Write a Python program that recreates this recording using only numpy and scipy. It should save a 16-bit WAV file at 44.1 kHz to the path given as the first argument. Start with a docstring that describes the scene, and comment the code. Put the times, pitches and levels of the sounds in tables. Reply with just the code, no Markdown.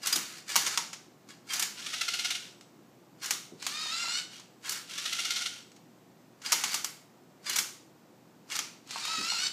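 """A small plastic robot solves a puzzle cube on a wooden table, over the hum of a quiet room.
First a geared motor swings the squeaky arm, which clacks onto the cube and tips it over. Near 2 s
a second motor spins the cube in its cradle with a pulsing rasp, then sings faintly as it holds still.
The arm clacks again, and near 4 s the cradle twists one layer with a rising whine. More clacks,
a second spin near 5 s and three more arm strokes lead to a last twist at 9 s."""
import sys
import numpy as np
from scipy import signal
from scipy.fft import rfft, irfft
from scipy.io import wavfile
from scipy.ndimage import uniform_filter1d

SR = 44100
rng = np.random.default_rng(int(sys.argv[2]) if len(sys.argv) > 2 else 0)


def wav_record(signal):
    """Record a signal, one row per channel, as 16-bit PCM in the file named by sys.argv[1]."""
    frames = np.transpose(np.atleast_2d(signal))
    bounded = np.clip(frames, -1, 1)
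    # unit amplitude maps onto the largest positive 16-bit level
    quanta = np.round(bounded * 32767).astype(np.int16)
    wavfile.write(sys.argv[1], SR, quanta)


N = 419832
T = np.arange(N) / SR

# strokes of the arm: (start [s], stop [s], gear level [dB])
ARM_STROKES = [(0.036, 0.183, -45), (0.214, 0.39, -53.5), (0.494, 0.748, -42.5), (1.303, 1.308, -55.5),
               (1.503, 1.65, -43), (3.229, 3.332, -46.5), (4.653, 4.78, -45.5), (6.452, 6.775, -44),
               (7.468, 7.59, -42.5), (8.516, 8.567, -43.5)]
# whine of free-running gears: (multiple of the tooth rate, level [dB])
FREE_HARMONICS = [(1, -16), (2, -3), (3, -1), (4, -1), (5, -2), (6, 2), (7, -7.5), (8, -5.5)]
# plastic clacks of arm, cube and cradle:
# (time [s], level [dB], bright edge against that level [dB], attack [s], rattle decay [s])
CLACK_HITS = [(0.059, -17.5, -5, .001, .005), (0.0704, -17.5, 4.5, .0005, 0.0087),
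              (0.1255, -12.5, 3.5, .002, 0.0066), (0.158, -10.5, 4, .003, 0.0054),
              (0.5568, -10, 0, .0001, 0.0024), (0.562, -8.5, 4.5, .0002, 0.004),
              (0.576, -17, -2.5, .002, .004), (0.662, -12, -9, .005, 0.0097),
              (0.7747, -12, -8.5, .0001, 0.0058), (0.930, -26, -16, .001, 0.0082),
              (1.288, -40, -22, .0005, 0.013), (1.533, -18, 0, .002, 0.01), (1.595, -19, 6.5, .001, 0.0071),
              (1.624, -14.5, 0, .001, 0.0065), (2.610, -35, -26, .0003, 0.0026),
              (3.243, -24.5, -6, .0005, 0.0056), (3.258, -21, 3, .002, .005),
              (3.308, -14, 1, .0001, 0.0056), (3.625, -24.5, -17, .0005, .004),
              (3.666, -15, -3.5, .0002, 0.0037), (4.397, -32, -21, .001, 0.0041),
              (4.694, -21.5, 9.5, .0005, 0.0036), (4.720, -22.5, 5, .002, 0.0066),
              (5.717, -40, -17, .0003, 0.0026), (5.762, -42.5, -14, .002, 0.0065),
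              (6.417, -38, -20, .001, .01), (6.461, -19.5, -17, .0005, .003),
              (6.5208, -11, 2, .0001, 0.0039), (6.527, -10, 0.5, .0005, 0.0053),
              (6.637, -11.5, -5.5, .002, 0.0068), (6.7422, -15.5, 1, .001, .007),
              (6.8452, -18.5, 3, .0001, 0.0044), (7.495, -16.5, 4, .002, 0.005),
              (7.558, -14, 5, .004, 0.0083), (7.585, -12, 3, .002, 0.0072),
              (8.501, -28.5, -24, .0003, .004), (8.519, -21, -18, .001, .005),
              (8.553, -19, -15, .001, 0.0057), (8.590, -16, -7, .0003, 0.0053),
              (8.874, -41, -14, .0003, .005), (8.908, -24.5, -22, .0005, .004),
              (9.052, -21.5, -4, .0003, 0.0035)]
# tone colour of struck plastic: (frequency [Hz], level [dB])
PLASTIC_COLOUR = [(35, -50.5), (60, -28), (274, -15.5), (540, -16), (1250, -5.5), (1740, -10), (2140, -5.5),
                  (3940, -5), (4860, -5), (5330, -2.5), (6900, -2.5), (7750, -7.5), (13300, -13),
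                  (14900, -13.5), (16000, -37.5)]
# resonances of the plastic frame: (frequency [Hz], width [Hz], lift [dB])
FRAME_RESONANCES = [(830, 240, 4), (1264, 120, 3.5), (2190, 115, 1.5), (3020, 220, 1), (4430, 250, 1.5),
                    (4860, 53, 3.5), (5890, 630, 1), (7000, 400, 0)]
# the cradle runs free to spin the cube or ease back into line: (start [s], stop [s], gear level [dB])
FREE_TURNS = [(1.78, 2.326, -41), (2.41, 2.467, -48), (4.331, 4.37, -47), (4.911, 5.43, -39),
              (5.54, 5.58, -46.5)]

START_HZ, TOP_HZ = 493.7, 728.6   # tooth rates of the cradle: setting off, and flat out running free
CRADLE_RISE_DB_PER_S, CRADLE_FALL_DB_PER_S = 454.5, 276


def from_db(db):
    """Decibels to gain."""
    return np.exp(np.asarray(db) * (np.log(10) / 20))


def rms_one(x):
    """Scale to unit rms."""
    return x / np.sqrt(np.mean(x ** 2) + 1e-20)


def at_hz(points, hz):
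    """Read a table on a log-frequency axis."""
    f, value = np.transpose(points)
    return np.interp(np.log(np.maximum(hz, 1)), np.log(f), value)


def butter(x, hz, kind, order=2):
    """Butterworth filter."""
    sos = signal.butter(order, np.clip(hz, 10, .45 * SR), kind, fs=SR, output="sos")
    return signal.sosfilt(sos, x + 1e-18)


def drift(rate):
    """Smooth random wander of spread 1, with `rate` new values a second."""
    knots = rng.standard_normal(int(N / SR * rate) + 4)
    smooth = rms_one(signal.resample_poly(knots, 4, 1))
    return np.interp(T * rate * 4, np.arange(len(knots) * 4), smooth)


def add(track, s, sound):
    """Mix a short sound in at time s."""
    start = max(int(s * SR), 0)
    track[start:start + len(sound)] += sound[:N - start]


def coloured(x, spectrum, resonances=(), size=4096):
    """Minimum-phase EQ of unit power gain: a smooth curve with resonant humps."""
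    hz = np.arange(size // 2 + 1) * SR / size
    humps_db = sum(lift / (1 + (2 * (hz - f) / width) ** 2) for f, width, lift in resonances)
    cepstrum = irfft(np.log(from_db(at_hz(spectrum, hz) + humps_db)))
    cepstrum[1:size // 2] *= 2
    cepstrum[size // 2 + 1:] = 0
    response = irfft(np.exp(rfft(cepstrum)))
    return signal.oaconvolve(x, response / np.linalg.norm(response))[:N]


def swell(t, peak_s):
    """Envelope that rises to 1 at peak_s and dies away."""
    return t / peak_s * np.exp(1 - t / peak_s)


def stroke(start, stop, rise_db_per_s, fall_db_per_s):
    """Envelope of one motor move: it swells up to its start, holds, and fades after its stop."""
    down_db = rise_db_per_s * np.maximum(start - T, 0) + fall_db_per_s * np.maximum(T - stop, 0)
    return from_db(-np.minimum(down_db, 200))


def speed_gain(tooth_hz, db_per_octave):
    """Faster gears are louder; the gain is 1 at TOP_HZ."""
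    return from_db(db_per_octave * np.log2(tooth_hz / TOP_HZ))


def grit(per_s, spread_db):
    """Tiny random contacts of uneven size."""
    sizes = from_db(spread_db * np.minimum(rng.exponential(1, N), 4)) * rng.choice([-1, 1], N)
    return rms_one(sizes * (rng.random(N) < per_s / SR))


def gear_train(tooth_hz, harmonics, jitter, flutter_db, wobble):
    """Meshing teeth: a whine of uneven harmonics, and friction that peaks once per tooth."""
    phase = 2 * np.pi * np.cumsum(tooth_hz * (1 + jitter * drift(150))) / SR
    shaft = phase / 12   # twelve teeth a turn
    phase = phase + wobble * np.sin(shaft)   # an off-centre pinion gives sidebands
    whine = sum(from_db(db + flutter_db * drift(60)) * np.sin(round(k) * phase + rng.uniform(0, 2*np.pi))
                for k, db in harmonics)
    friction = grit(per_s=9000, spread_db=3) * (1 + .5 * np.cos(phase)) * (1 + .24 * np.sin(shaft))
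    return rms_one(whine), rms_one(friction)


def room_tone():
    """A bed of low rushing air and mains hum."""
    # tone colour of the air: (frequency [Hz], level [dB])
    air_colour = [(18, -79.5), (30, -59), (90, -16.5), (103, -20.5), (157, -5), (364, -7.5), (437, -14.5),
                  (486, -11.5), (554, -15.5), (702, -14.5), (1430, -23.5), (3200, -30), (7870, -32.5),
                  (9220, -40), (14800, -35.5), (16000, -51.5)]
    air = butter(coloured(rng.standard_normal(N), air_colour), 95, "high")
    hum = np.sin(2 * np.pi * 120 * T)
    return from_db(-58) * air + from_db(-69.5) * hum


def arm_chirps(tooth_hz=562, sag_octaves_per_s=1.5, peak_s=.012):
    """The arm's gears sing briefly as each stroke sets off, sagging as they take the weight."""
    out, t = np.zeros(N), T[:SR // 10]
    phase = 2 * np.pi * np.cumsum(tooth_hz * 2 ** (-sag_octaves_per_s * t)) / SR
    for start, _, db in ARM_STROKES:
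        scatter = rng.standard_normal(len(FREE_HARMONICS))
        pace = 1 + .03 * scatter[0]
        tone = sum(from_db(level + 3 * c) * np.sin(round(k) * pace * phase + np.pi * c)
                   for (k, level), c in zip(FREE_HARMONICS, scatter))
        add(out, start - peak_s / 2, from_db(db + 1) * swell(t, peak_s) * rms_one(tone))
    return out


def pivot_squeaks(hz=4900, peak_s=.007):
    """A dry pivot of the arm squeaks as it starts to move."""
    # squeaks of the pivot: (time [s], level [dB])
    squeaks = [(0.031, -38), (0.125, -23.5), (6.461, -35.5), (7.463, -35)]
    gain, t = np.zeros(N), T[:SR // 10]
    for s, db in squeaks:
        add(gain, s, from_db(db) * swell(t, peak_s))
    wavering_hz = hz * (1 + .012 * drift(400))
    return gain * np.sin(2 * np.pi * np.cumsum(wavering_hz) / SR)


def arm_gears():
    """Short strokes: the motor never settles, so its whine is smeared under gear chatter."""
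    # tone colour of the chatter: (frequency [Hz], level [dB])
    chatter_colour = [(240, -49.5), (400, -14), (520, -24), (1580, 0), (3020, -3.5), (3580, -6),
                      (4880, -0.5), (5270, -3.5), (7060, -2.5), (9760, -11.5), (13300, -18), (15300, -26.5),
                      (16000, -40)]
    tooth_hz = 720 * (1 + .04 * drift(25))
    whine, friction = gear_train(tooth_hz, FREE_HARMONICS, jitter=.03, flutter_db=6, wobble=.18)
    chatter = coloured(friction, chatter_colour, FRAME_RESONANCES)
    moving = sum(from_db(db) * stroke(start, stop, rise_db_per_s=650, fall_db_per_s=450)
                 for start, stop, db in ARM_STROKES)
    return moving * (from_db(-4) * whine + from_db(3) * chatter + from_db(-4.5) * beam_ticks())


def beam_ticks(per_s=33, decay_s=.003):
    """Small random knocks of the arm's loose beams, each a brief rattle."""
    knocks = (rng.random(N) < per_s / SR) * rng.uniform(.54, 1, N)
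    envelope = signal.lfilter([1], [1, -np.exp(-1 / (decay_s * SR))], knocks + 1e-18)
    rattle = rms_one(envelope * rng.standard_normal(N))
    return coloured(rattle, PLASTIC_COLOUR, FRAME_RESONANCES)


def clacks(rebound_db=-20, rebound_s=.022, crack=1.1):
    """Each blow cracks, rattles loose plastic for a few milliseconds and rebounds sparsely."""
    out, t = np.zeros(N), T[:SR // 12]
    s, db, edge_db, attack, decay = np.transpose(CLACK_HITS)[:, :, None]
    chatter, loose = rng.standard_normal((2, len(CLACK_HITS), len(t)))
    rattle = np.tanh(2 * chatter) * np.exp(-t / decay)
    rebounds = rms_one(np.sign(loose) * (abs(loose) > 2)) * np.exp(-t / rebound_s)
    bursts = rattle + from_db(rebound_db) * rebounds + crack * np.exp(-t * SR / 2)
    bursts *= 1 - np.exp(-(t + .0002) / attack)   # glancing blows build up
    body = from_db(-3) * butter(bursts, 2200, "low")
    middle = butter(bursts, [1500, 8500], "band")
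    edge = from_db(edge_db) * butter(bursts, 8500, "high")
    for start, sound in zip(s[:, 0], from_db(db) * (middle - body - edge)):
        add(out, start, sound)
    return from_db(-6) * coloured(out, PLASTIC_COLOUR, FRAME_RESONANCES)


def table_thuds(attack_s=.0028, decay_s=.053, lag_s=.006):
    """Soft low thuds carried by the table top, alone or just after each clack."""
    # lone bumps on the table: (time [s], level [dB])
    bumps = [(0.16, -37), (3.514, -40.5), (9.179, -35)]
    under_clacks = [(s + lag_s, db - 32.5) for s, db, *_ in CLACK_HITS]
    out, t = np.zeros(N), T[:SR // 4]
    envelope = np.exp(-t / decay_s) * (1 - np.exp(-t / attack_s))
    for s, db in bumps + under_clacks:
        shake = rms_one(butter(rng.standard_normal(len(t)), [150, 400], "band"))
        add(out, s, from_db(db - 8) * shake * envelope)
    return butter(out, 91, "high")


def cube_knocks():
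    """The cube lands or its layers snag, and its hollow body rings briefly."""
    # landings and snags: (time [s], level [dB])
    knocks = [(0.557, -22), (0.775, -27), (3.859, -40), (4.042, -38.5), (4.079, -38), (6.522, -26),
              (6.744, -35), (6.846, -43), (8.959, -27.5), (9.081, -33.5), (9.138, -40), (9.216, -42),
              (9.322, -32.5)]
    # modes of the hollow cube: (frequency [Hz], level [dB], t60 [s])
    modes = [(797, -23, 0.02), (808, 0, 0.068), (940, 4, 0.066), (1030, 4.5, 0.041), (1300, -22, .025)]
    out, t = np.zeros(N), T[:SR // 10]
    for s, db in knocks:
        scatter = rng.standard_normal(len(modes))
        ring = sum(from_db(level + 2 * c - 60 * t / t60) * np.sin(2 * np.pi * hz * (1 + .028 * c) * t)
                   for (hz, level, t60), c in zip(modes, scatter))
        add(out, s, from_db(db - 9.5) * ring)
    return butter(out, 640, "high")


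def free_speed(run_up_s=.16):
    """Tooth rate of the free cradle, which runs up afresh at every move."""
    hz = np.full(N, START_HZ)
    for start, *_ in FREE_TURNS:
        after = T >= start
        hz[after] = TOP_HZ - (TOP_HZ - START_HZ) * np.exp((start - T[after]) / run_up_s)
    return hz


def cradle_spin():
    """Running free, the gears surge each time a tooth of the big wheel catches up: (whine, rasp)."""
    # a tooth takes up the load: (time [s], level [dB])
    surges = [(1.7835, -41), (1.859, -29.5), (1.93, -23.5), (2.0075, -20.5), (2.078, -21), (2.134, -21.5),
              (2.187, -23), (2.2433, -19.5), (2.3014, -20.5), (2.345, -24), (4.9755, -28), (5.0518, -23.5),
              (5.1223, -23), (5.1857, -21.5), (5.2456, -24), (5.302, -22.5), (5.3579, -22.5), (5.4094, -26),
              (5.4563, -20.5)]
    # tone colour of the rasp: (frequency [Hz], level [dB])
    rasp_colour = [(240, -77), (400, -20.5), (562, -34), (730, -15.5), (1060, -19), (1400, -3), (1630, -9),
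                   (2150, -4.5), (2290, -5), (2930, 0), (5190, -4), (5600, -1.5), (12900, -21),
                   (15000, -30), (16000, -39)]
    tooth_hz = free_speed()
    whine, friction = gear_train(tooth_hz, FREE_HARMONICS, jitter=.016, flutter_db=2, wobble=.15)
    moving = sum(from_db(db) * stroke(start, stop, CRADLE_RISE_DB_PER_S, CRADLE_FALL_DB_PER_S)
                 for start, stop, db in FREE_TURNS)
    idle = moving * speed_gain(tooth_hz, db_per_octave=6.5)
    surge, t = np.zeros(N), T[:SR // 12]
    for s, db in surges:
        add(surge, s, from_db(db) * swell(t, peak_s=.0085) ** 2)
    whine_gain = from_db(-12.5) * surge + from_db(-13) * idle
    rasp_gain = from_db(-12) * surge + from_db(-1) * idle
    return whine_gain * whine, rasp_gain * coloured(friction, rasp_colour)


def holding_tone(hz=7962):
    """Switched current makes the stalled motor sing faintly."""
    # the motor holds the cradle still: (start [s], stop [s], level [dB])
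    holds = [(2.46, 2.695, -72), (4.382, 4.639, -78), (5.6, 5.752, -71)]
    gate = sum(from_db(db) * (T > start) * (T < stop) for start, stop, db in holds)
    return uniform_filter1d(gate, size=2000) * np.sin(2 * np.pi * hz * T)


def loaded_speed(run_up_hz_per_s=900):
    """Tooth rate in the twists: a steady run-up, then whatever pace the layer allows."""
    # one speed curve per twist, sagging where the layers snag: (time [s], tooth rate [Hz])
    speed_curves = [
        [(3.7, 552), (3.738, 598.5), (3.836, 635.4), (3.89, 601.4), (3.928, 664), (4.032, 707), (4.054, 674),
         (4.192, 750.6), (4.2, 730)],
        [(9.04, 612.4), (9.13, 658), (9.21, 630), (9.31, 714), (9.356, 701.6), (9.37, 659.1), (9.382, 706),
         (9.436, 753), (9.47, 749)],
    ]
    hz = np.zeros(N)
    for s, pace in map(np.transpose, speed_curves):
        after = T > s[0] - .5
        hz[after] = np.interp(T[after], s, pace) - run_up_hz_per_s * np.maximum(s[0] - T[after], 0)
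    return np.maximum(hz, START_HZ)


def layer_twist():
    """Under load the teeth stay in contact and sing through the housing, while the cube's layers rub."""
    # twists, with levels at TOP_HZ: (start [s], layer bites [s], stop [s], whine [dB], friction [dB])
    twists = [(3.625, 3.738, 4.2, -35, -38.5), (8.907, 9.063, 9.47, -34.5, -36.5)]
    # whine of loaded gears: (multiple of the tooth rate, level [dB])
    loaded_harmonics = [(1, -24), (2, -5), (3, -6.5), (4, -2), (5, -7.5), (6, -1), (7, -3), (8, -2),
                        (9, -13), (10, -4.5), (11, -6.5)]
    # resonances of the gear housing: (frequency [Hz], width [Hz], lift [dB])
    housing = [(1312, 79, 11), (2736, 250, 4.5), (3720, 160, 8), (4570, 530, 4)]
    # tone colour of the rubbing: (frequency [Hz], level [dB])
    rub_colour = [(240, -38), (400, -19), (570, -21), (1110, -10.5), (1310, -4), (1730, -8), (2750, -2.5),
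                  (3260, -6), (4380, 1), (6150, -7.5), (7400, -6.5), (14600, -28.5), (16000, -20)]
    tooth_hz = loaded_speed()
    wavering_hz = tooth_hz * (1 + .004 * drift(35))
    whine, friction = gear_train(wavering_hz, loaded_harmonics, jitter=.005, flutter_db=2.5, wobble=.09)
    grind = 1 + .22 * drift(320)   # no two teeth bear the same load
    whine = rms_one(coloured(whine * grind, [(5000, -1.8), (10000, -1.2)], housing))
    whine_gain = rub_gain = 0
    for start, bite, stop, whine_db, friction_db in twists:
        moving = stroke(start, stop, CRADLE_RISE_DB_PER_S, CRADLE_FALL_DB_PER_S)
        creep_in = stroke(bite, stop, rise_db_per_s=85, fall_db_per_s=600)
        whine_gain += from_db(whine_db) * moving * creep_in
        rub_gain += from_db(friction_db) * moving
    singing = whine_gain * speed_gain(tooth_hz, db_per_octave=23) * whine
    rubbing = rub_gain * speed_gain(tooth_hz, db_per_octave=11) * coloured(friction, rub_colour)
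    return singing + rubbing


def reverb(x, wet_db, build_up_s=.00071):
    """The room's diffuse tail, which dies at its own pace in each octave."""
    # room decay: (frequency [Hz], t60 [s])
    decay_times = [(200, 0.82), (800, 0.47), (2000, 0.48), (6000, 0.46), (9000, 0.37), (15000, 0.4)]
    t, tail = T[:int(.7 * SR)], 0
    edges = np.geomspace(80, 19000, 9)
    for low, high in zip(edges, edges[1:]):
        band = butter(rng.standard_normal(len(t)), [low, high], "band")
        tail += band * from_db(-60 * t / at_hz(decay_times, np.sqrt(low * high)))
    tail *= 1 - np.exp(-(t / build_up_s) ** 2)
    return from_db(wet_db) * signal.oaconvolve(x, tail / np.linalg.norm(tail))[:N]


def scene():
    """Robot and room, heard from one close point."""
    # the rattle radiates differently towards each wall, so the tail has no fixed pitch
    clack_tail = sum(reverb(clacks(), wet_db=-10) for wall in range(3))
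    spin_whine, spin_rasp = cradle_spin()
    rattling = arm_gears() + spin_rasp
    twisting = layer_twist() + cube_knocks()
    chirping = spin_whine + pivot_squeaks() + arm_chirps()
    motors = rattling + twisting + chirping
    motor_tail = reverb(rattling, wet_db=-4.5) + reverb(twisting, -8.5) + reverb(chirping, -14)
    mono = clacks() + clack_tail + motors + motor_tail + table_thuds() + holding_tone() + room_tone()
    return np.array([mono, mono])


def record(dry, cutoff_hz=15400):
    """A steep low-pass shaves off the very top."""
    return signal.sosfilt(signal.ellip(10, .2, 70, cutoff_hz, fs=SR, output="sos"), dry)


dry = scene()
out = record(dry)
wav_record(out)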